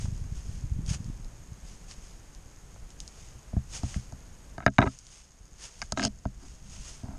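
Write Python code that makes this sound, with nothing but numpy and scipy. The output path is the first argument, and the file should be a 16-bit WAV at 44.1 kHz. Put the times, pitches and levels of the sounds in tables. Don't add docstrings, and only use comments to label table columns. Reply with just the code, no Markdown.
import sys
import numpy as np
from scipy import signal
from scipy.fft import rfft, irfft
from scipy.io import wavfile

SR = 44100
rng = np.random.default_rng(int(sys.argv[2]) if len(sys.argv) > 2 else 0)


def wrap_up_sound(samples):
    columns = np.atleast_2d(samples).T
    tamed = np.clip(columns, -1, 1)
    steps = np.round(tamed * 32767).astype(np.int16)
    wavfile.write(sys.argv[1], SR, steps)


N = 316638
TIME = np.arange(N) / SR


def amp(db):
    return 10 ** (np.asarray(db) / 20)


def unit(x):
    return x / np.sqrt(np.mean(x ** 2) + 1e-20)


def burst(x):
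    return x / np.sqrt(np.sum(x ** 2) * 100 / SR + 1e-20)


def curve(rows):
    return np.interp(TIME, *np.transpose(rows))


def colour(x, spectrum):
    hz, db = np.transpose(spectrum)
    f = np.fft.rfftfreq(len(x), 1 / SR)
    gain = amp(np.interp(np.log(f + 1), np.log(hz), db))
    return unit(irfft(rfft(x) * gain, len(x)))


def lowpass(x, hz, order=2):
    return signal.sosfilt(signal.butter(order, min(hz, .45 * SR), fs=SR, output="sos"), x)


def highpass(x, hz, order=2):
    return signal.sosfilt(signal.butter(order, hz, "high", fs=SR, output="sos"), x)


def wander(hz):
    return unit(lowpass(rng.standard_normal(N), hz))


def add(mix, s, sound):
    part = mix[max(round(s * SR), 0):][:len(sound)]
    part += sound[:len(part)]


# t/s, relative level/dB
BREEZE_LEVELS = [(0.0, -37), (0.42, -42), (0.92, -36), (1.28, -47), (2.42, -51.5), (3.54, -50), (3.7, -45),
                 (4.84, -53), (5.2, -59), (6.14, -48), (7.18, -47.5)]
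# f/Hz, relative level/dB
TURBULENCE_SPECTRUM = [(10, -6), (25, -1), (45, 0.5), (80, -9.5), (130, -12.5), (200, -18.5), (300, -32.5),
                       (600, -46.5), (2000, -83.5)]
# t/s, envelope peak level/dB
GUST_EDDIES = [(.047, -22.5), (.087, -22), (.128, -23.5), (.22, -24.5), (.324, -25.5), (.497, -26.5),
               (.641, -24), (.722, -19), (.792, -22.5), (.888, -23), (.913, -18), (1.006, -25.5),
               (1.101, -27.5), (1.523, -32.5)]
def wind(offset_db=1.52, lumpy_db=2.5, gust_db=-36, gust_hz=190, gust_share=0.27,
         eddy_s=0.0025, eddies_per_s=5.1, eddy_over_db=8, shed_above_db=-44):
    level_db = curve(BREEZE_LEVELS) + offset_db
    level = amp(level_db)
    slow = colour(rng.standard_normal(N), TURBULENCE_SPECTRUM)
    fast = unit(lowpass(rng.standard_normal(N), gust_hz, order=4))
    gust = gust_share * np.minimum(level / amp(gust_db), 1)
    out = level * (slow + gust * fast) * amp(lumpy_db * wander(hz=18))
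    shed = (rng.random(N) < eddies_per_s / SR) & (level_db > shed_above_db)
    lesser_eddies = zip(TIME[shed], level_db[shed] + eddy_over_db)
    t = np.arange(-SR // 40, SR // 40) / SR
    for s, db in [*GUST_EDDIES, *lesser_eddies]:
        width = eddy_s * np.exp(0.23 * rng.standard_normal())
        phase = 2.1 * np.arcsinh(t / width) + rng.uniform(-1.2, 1.2)
        add(out, s + t[0], amp(db) * np.cos(phase) / np.cosh(t / width / 1.5))
    return out


# f/Hz, relative level/dB
HISS_SPECTRUM = [(100, 9.5), (300, 5), (600, 1.5), (1000, -1.5), (2000, -5), (4000, -11.5), (5200, -9.5),
                 (6200, -7), (6550, 0.5), (7100, -7.5), (9000, -11.5), (11000, -17), (13000, -18.5),
                 (15000, -39)]
# t/s, level/dB
HISS_LEVELS = [(0, -56.5), (2.8, -57), (4.55, -56.5), (4.7, -69), (5.5, -61.5), (6.3, -61.5), (7.18, -58)]
def valley_hiss():
    return colour(rng.standard_normal(N), HISS_SPECTRUM) * amp(curve(HISS_LEVELS))


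def grains(per_s, size_db):
    sizes = amp(size_db * np.minimum(rng.exponential(1, N), 4))
    return unit(sizes * rng.choice([-1, 1], N) * (rng.random(N) < per_s / SR))


def crack(spectrum, decay_s, tail=0.0, tail_s=.015):
    t = np.arange(-64, 2048) / SR
    fade = (t >= 0) * (np.exp(-abs(t) / decay_s) + tail * np.exp(-t / tail_s))
    noise = colour(rng.standard_normal(len(t)) * fade, spectrum)
    return burst(noise[t > -.0002])


# f/Hz, relative level/dB
CRACKLE_SPECTRUM = [(200, -18.5), (500, -9.5), (1300, -8), (2000, -9), (3000, -5), (4000, -9.5),
                    (5000, -2.5), (6100, -2), (6550, 3.5), (7200, -5.5), (9000, -8.5), (11000, -22.5),
                    (14000, -45)]
# t/s, push level/dB, push half-duration/s, level of the rolling sole/dB
FOOTFALLS = [(0.014, -47.5, .04, -60.5), (0.376, -55.5, .035, -56.5), (0.904, -39, .017, -65),
             (0.944, -38.5, .011, -68.5), (1.697, -55.5, .05, -64), (1.911, -46.5, .016, -58),
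             (3.07, -63, .04, -56), (3.758, -39.5, .025, -48), (4.756, -61.5, .02, -55.5),
             (5.151, -53.5, .065, -75.5), (5.644, -44, .03, -55.5), (6.49, -58, .07, -68),
             (6.735, -50, .04, -48)]
def leaf_steps(slide=0.47, roll_lag_s=0.15, roll_half_s=0.079, rest_db=-68, settle_db=-66.5):
    cracks = grains(per_s=4000, size_db=2.5)
    rustle = colour(cracks + slide * rng.standard_normal(N), CRACKLE_SPECTRUM)
    power = sum(push(s, db, half_s) + push(s + roll_lag_s, roll_db, roll_half_s)
                for s, db, half_s, roll_db in FOOTFALLS)
    level = np.sqrt(amp(rest_db) ** 2 + power)
    flutter = amp(wander(hz=60))
    strays = grains(per_s=80, size_db=2.8)
    ticks = unit(signal.fftconvolve(strays, crack(CRACKLE_SPECTRUM, decay_s=.0008))[:N])
    return level * rustle * flutter + amp(settle_db) * unit(level ** 0.14) * ticks


def push(s, db, half_s):
    return (amp(db) / np.cosh(np.minimum(1.15 * abs(TIME - s) / half_s, 20))) ** 2


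# t/s, level/dB, band centre f/Hz
FRACTURES = [(.056, -50.5, 800), (0.8627, -48, 5000), (1.044, -56.5, 6000), (1.246, -56, 6500),
             (1.912, -47.5, 3000), (2.349, -54.5, 4500), (2.762, -55, 444), (2.904, -54, 5200),
             (3.003, -40.5, 5600), (3.078, -45.5, 5500), (3.943, -44, 1170), (4.9886, -48, 7800),
             (5.068, -52.5, 5660)]
def snaps(decay_s=0.00059, tail=0.081, tail_s=0.02, half_width_octaves=0.85):
    out = np.zeros(N)
    band_hz, band_db = np.transpose(CRACKLE_SPECTRUM)
    for s, db, hz in FRACTURES:
        rolloff_db = 10 * np.log10(1 + (np.log2(band_hz / hz) / half_width_octaves) ** 6)
        spectrum = np.c_[band_hz, band_db - rolloff_db]
        add(out, s, amp(db) * crack(spectrum, decay_s, tail, tail_s))
    return out


SHAFT_TOP_HZ, HOUSING_TOP_HZ = 450, 4200
# f/Hz, relative level/dB, T60/s
POLE_MODES = [(66.6, -3, 0.13), (123.7, -1, 0.15), (200.4, -1, 0.11), (263.5, -1.5, 0.074),
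              (398, -10, 0.065), (635.4, -15.5, 0.075), (692, 0, 0.023), (938, -1.5, 0.013),
              (1295, -5.5, 0.035), (1600, 1.5, 0.02), (1930, -7, 0.02), (2130, -0.5, 0.015),
              (2410, 4, 0.0054), (2910, -2.5, 0.012), (3830, 5.5, 0.014), (4760, 1.5, .009),
              (5090, 1, 0.0083), (6510, 4.5, 0.0064), (7650, -11.5, 0.0067), (9550, -10.5, .008)]
def pole_rings(rise_cycles=0.22, housing_hz=520, fittings_hz=3000, top_hz=8000):
    hz, db, t60 = np.transpose(POLE_MODES)[:, :, None]
    t = np.arange(SR // 4) / SR
    spread_db, detune, phase = (rng.normal(0, sigma, hz.shape) for sigma in (1.2, .008, 3))
    rise = 1 - np.exp(-hz * t / rise_cycles)
    decay = amp(db + spread_db - 60 * t / t60)
    modes = rise * decay * np.sin(2 * np.pi * hz * (1 + detune) * t + phase)
    part = np.digitize(hz[:, 0], [SHAFT_TOP_HZ, HOUSING_TOP_HZ])
    shaft, housing, fittings = (modes[part == k].sum(0) for k in range(3))
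    housing = highpass(housing, housing_hz, order=4)
    fittings = lowpass(highpass(fittings, fittings_hz), top_hz, order=4)
    return shaft, housing, fittings


def partition(db, hard_hz, even_hz=1380):
    shaft_share = 1 / (1 + (hard_hz / even_hz) ** 4.2)
    return amp(db) * np.sqrt([shaft_share, 1 - shaft_share])


# t/s, level/dB, contact hardness as a bandwidth f/Hz, fittings level/dB
IMPACTS = [(3.35, -42, 416, -70), (3.531, -31, 587, -80), (3.565, -21.5, 417, -80),
           (3.833, -24.5, 580, -50), (3.959, -27.5, 428, -67), (4.123, -38, 794, -54.5),
           (4.5804, -35, 1490, -58), (4.604, -39, 1600, -73), (4.6634, -14, 1650, -33.5),
           (4.7836, -21, 3060, -45), (4.7869, -11.5, 1400, -44), (4.817, -28, 2380, -65),
           (4.8253, -21.5, 1750, -58), (4.862, -25.5, 790, -66), (5.8175, -36, 2600, -36.5),
           (5.824, -38, 2370, -44), (5.922, -29, 1110, -31), (5.9742, -28.5, 2270, -58),
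           (5.9954, -28.5, 2370, -43), (6.0187, -38, 2510, -47), (6.029, -35, 3000, -43),
           (6.037, -48, 2500, -31.5), (6.0505, -29, 1170, -25.5), (6.2539, -25.5, 864, -59),
           (7.033, -35, 488, -63), (7.084, -36, 690, -71)]
def knocks(chatter_s=.003, crack_db=-13, crack_s=0.00076, jolt_s=0.0017, jolt_lag_s=.003, soft_hz=500):
    out = np.zeros(N)
    t = np.arange(SR // 25) / SR
    u = t / jolt_s
    jolt = burst(highpass(u ** 2 * (3 - u) * np.exp(-u), hz=45))
    for s, db, hard_hz, ring_db in IMPACTS:
        thump, clack = partition(db, hard_hz)
        chatter = rng.standard_normal(len(t)) * np.exp(-t / chatter_s)
        force = signal.unit_impulse(len(t)) + .4 * chatter / np.linalg.norm(chatter)
        shaft, housing, fittings = (signal.fftconvolve(force, ring) for ring in pole_rings())
        shaft = lowpass(shaft, min(0.39 * hard_hz, SHAFT_TOP_HZ), order=3)
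        housing = highpass(lowpass(housing, hard_hz, order=3), 0.3 * hard_hz)
        add(out, s, thump * burst(shaft) + clack * burst(housing) + amp(ring_db) * burst(fittings))
        add(out, s, amp(ring_db + crack_db) * crack(CRACKLE_SPECTRUM, crack_s))
        add(out, s + jolt_lag_s, thump * np.sqrt(soft_hz / hard_hz) * jolt)
    return out


# start t/s, end t/s, level/dB, contact hardness f/Hz, fittings level/dB
RUBS = [(4.614, 4.642, -47.5, 1650, -85), (4.671, 4.686, -28, 1830, -64), (4.79, 4.845, -27.5, 1170, -55),
        (4.852, 4.879, -31, 1300, -65), (5.961, 6.027, -33.5, 836, -43.5), (6.018, 6.082, -33, 910, -35.5),
        (6.397, 6.473, -56, 1000, -71), (7.01, 7.182, -52, 1100, -80)]
def scrapes(slips_per_s=1000, grit_db=2, grit_hz=5200, lowest_hz=212):
    out = np.zeros(N)
    for start, end, db, hard_hz, ring_db in RUBS:
        inside = (TIME > start) & (TIME < end)
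        catches = rng.standard_normal(N) * (rng.random(N) < slips_per_s / SR)
        even_rub = 0.031 * rng.standard_normal(N)
        force = (catches + even_rub)[inside] * signal.windows.tukey(inside.sum(), .3)
        shaft, housing, fittings = map(burst, pole_rings())
        grit = lowpass(crack(CRACKLE_SPECTRUM, decay_s=0.0005), grit_hz, order=3)
        add(fittings, 0, amp(grit_db) * burst(grit))
        shaft = highpass(shaft, lowest_hz, order=6)
        housing = lowpass(housing, hard_hz, order=3)
        gains = [*partition(db, hard_hz), amp(ring_db)]
        for gain, ring in zip(gains, (shaft, housing, fittings)):
            rub = signal.fftconvolve(force, ring)
            add(out, start, gain * rub * np.sqrt(len(force) / np.sum(rub ** 2)))
    return out


def scene():
    return (knocks() + scrapes() + leaf_steps() + snaps() + valley_hiss() + wind())[None]


def record(dry):
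    kernel = signal.firwin(255, 14500, window=("kaiser", 8), fs=SR)
    return signal.oaconvolve(dry, kernel[None], "same")


dry = scene()
out = record(dry)
wrap_up_sound(out)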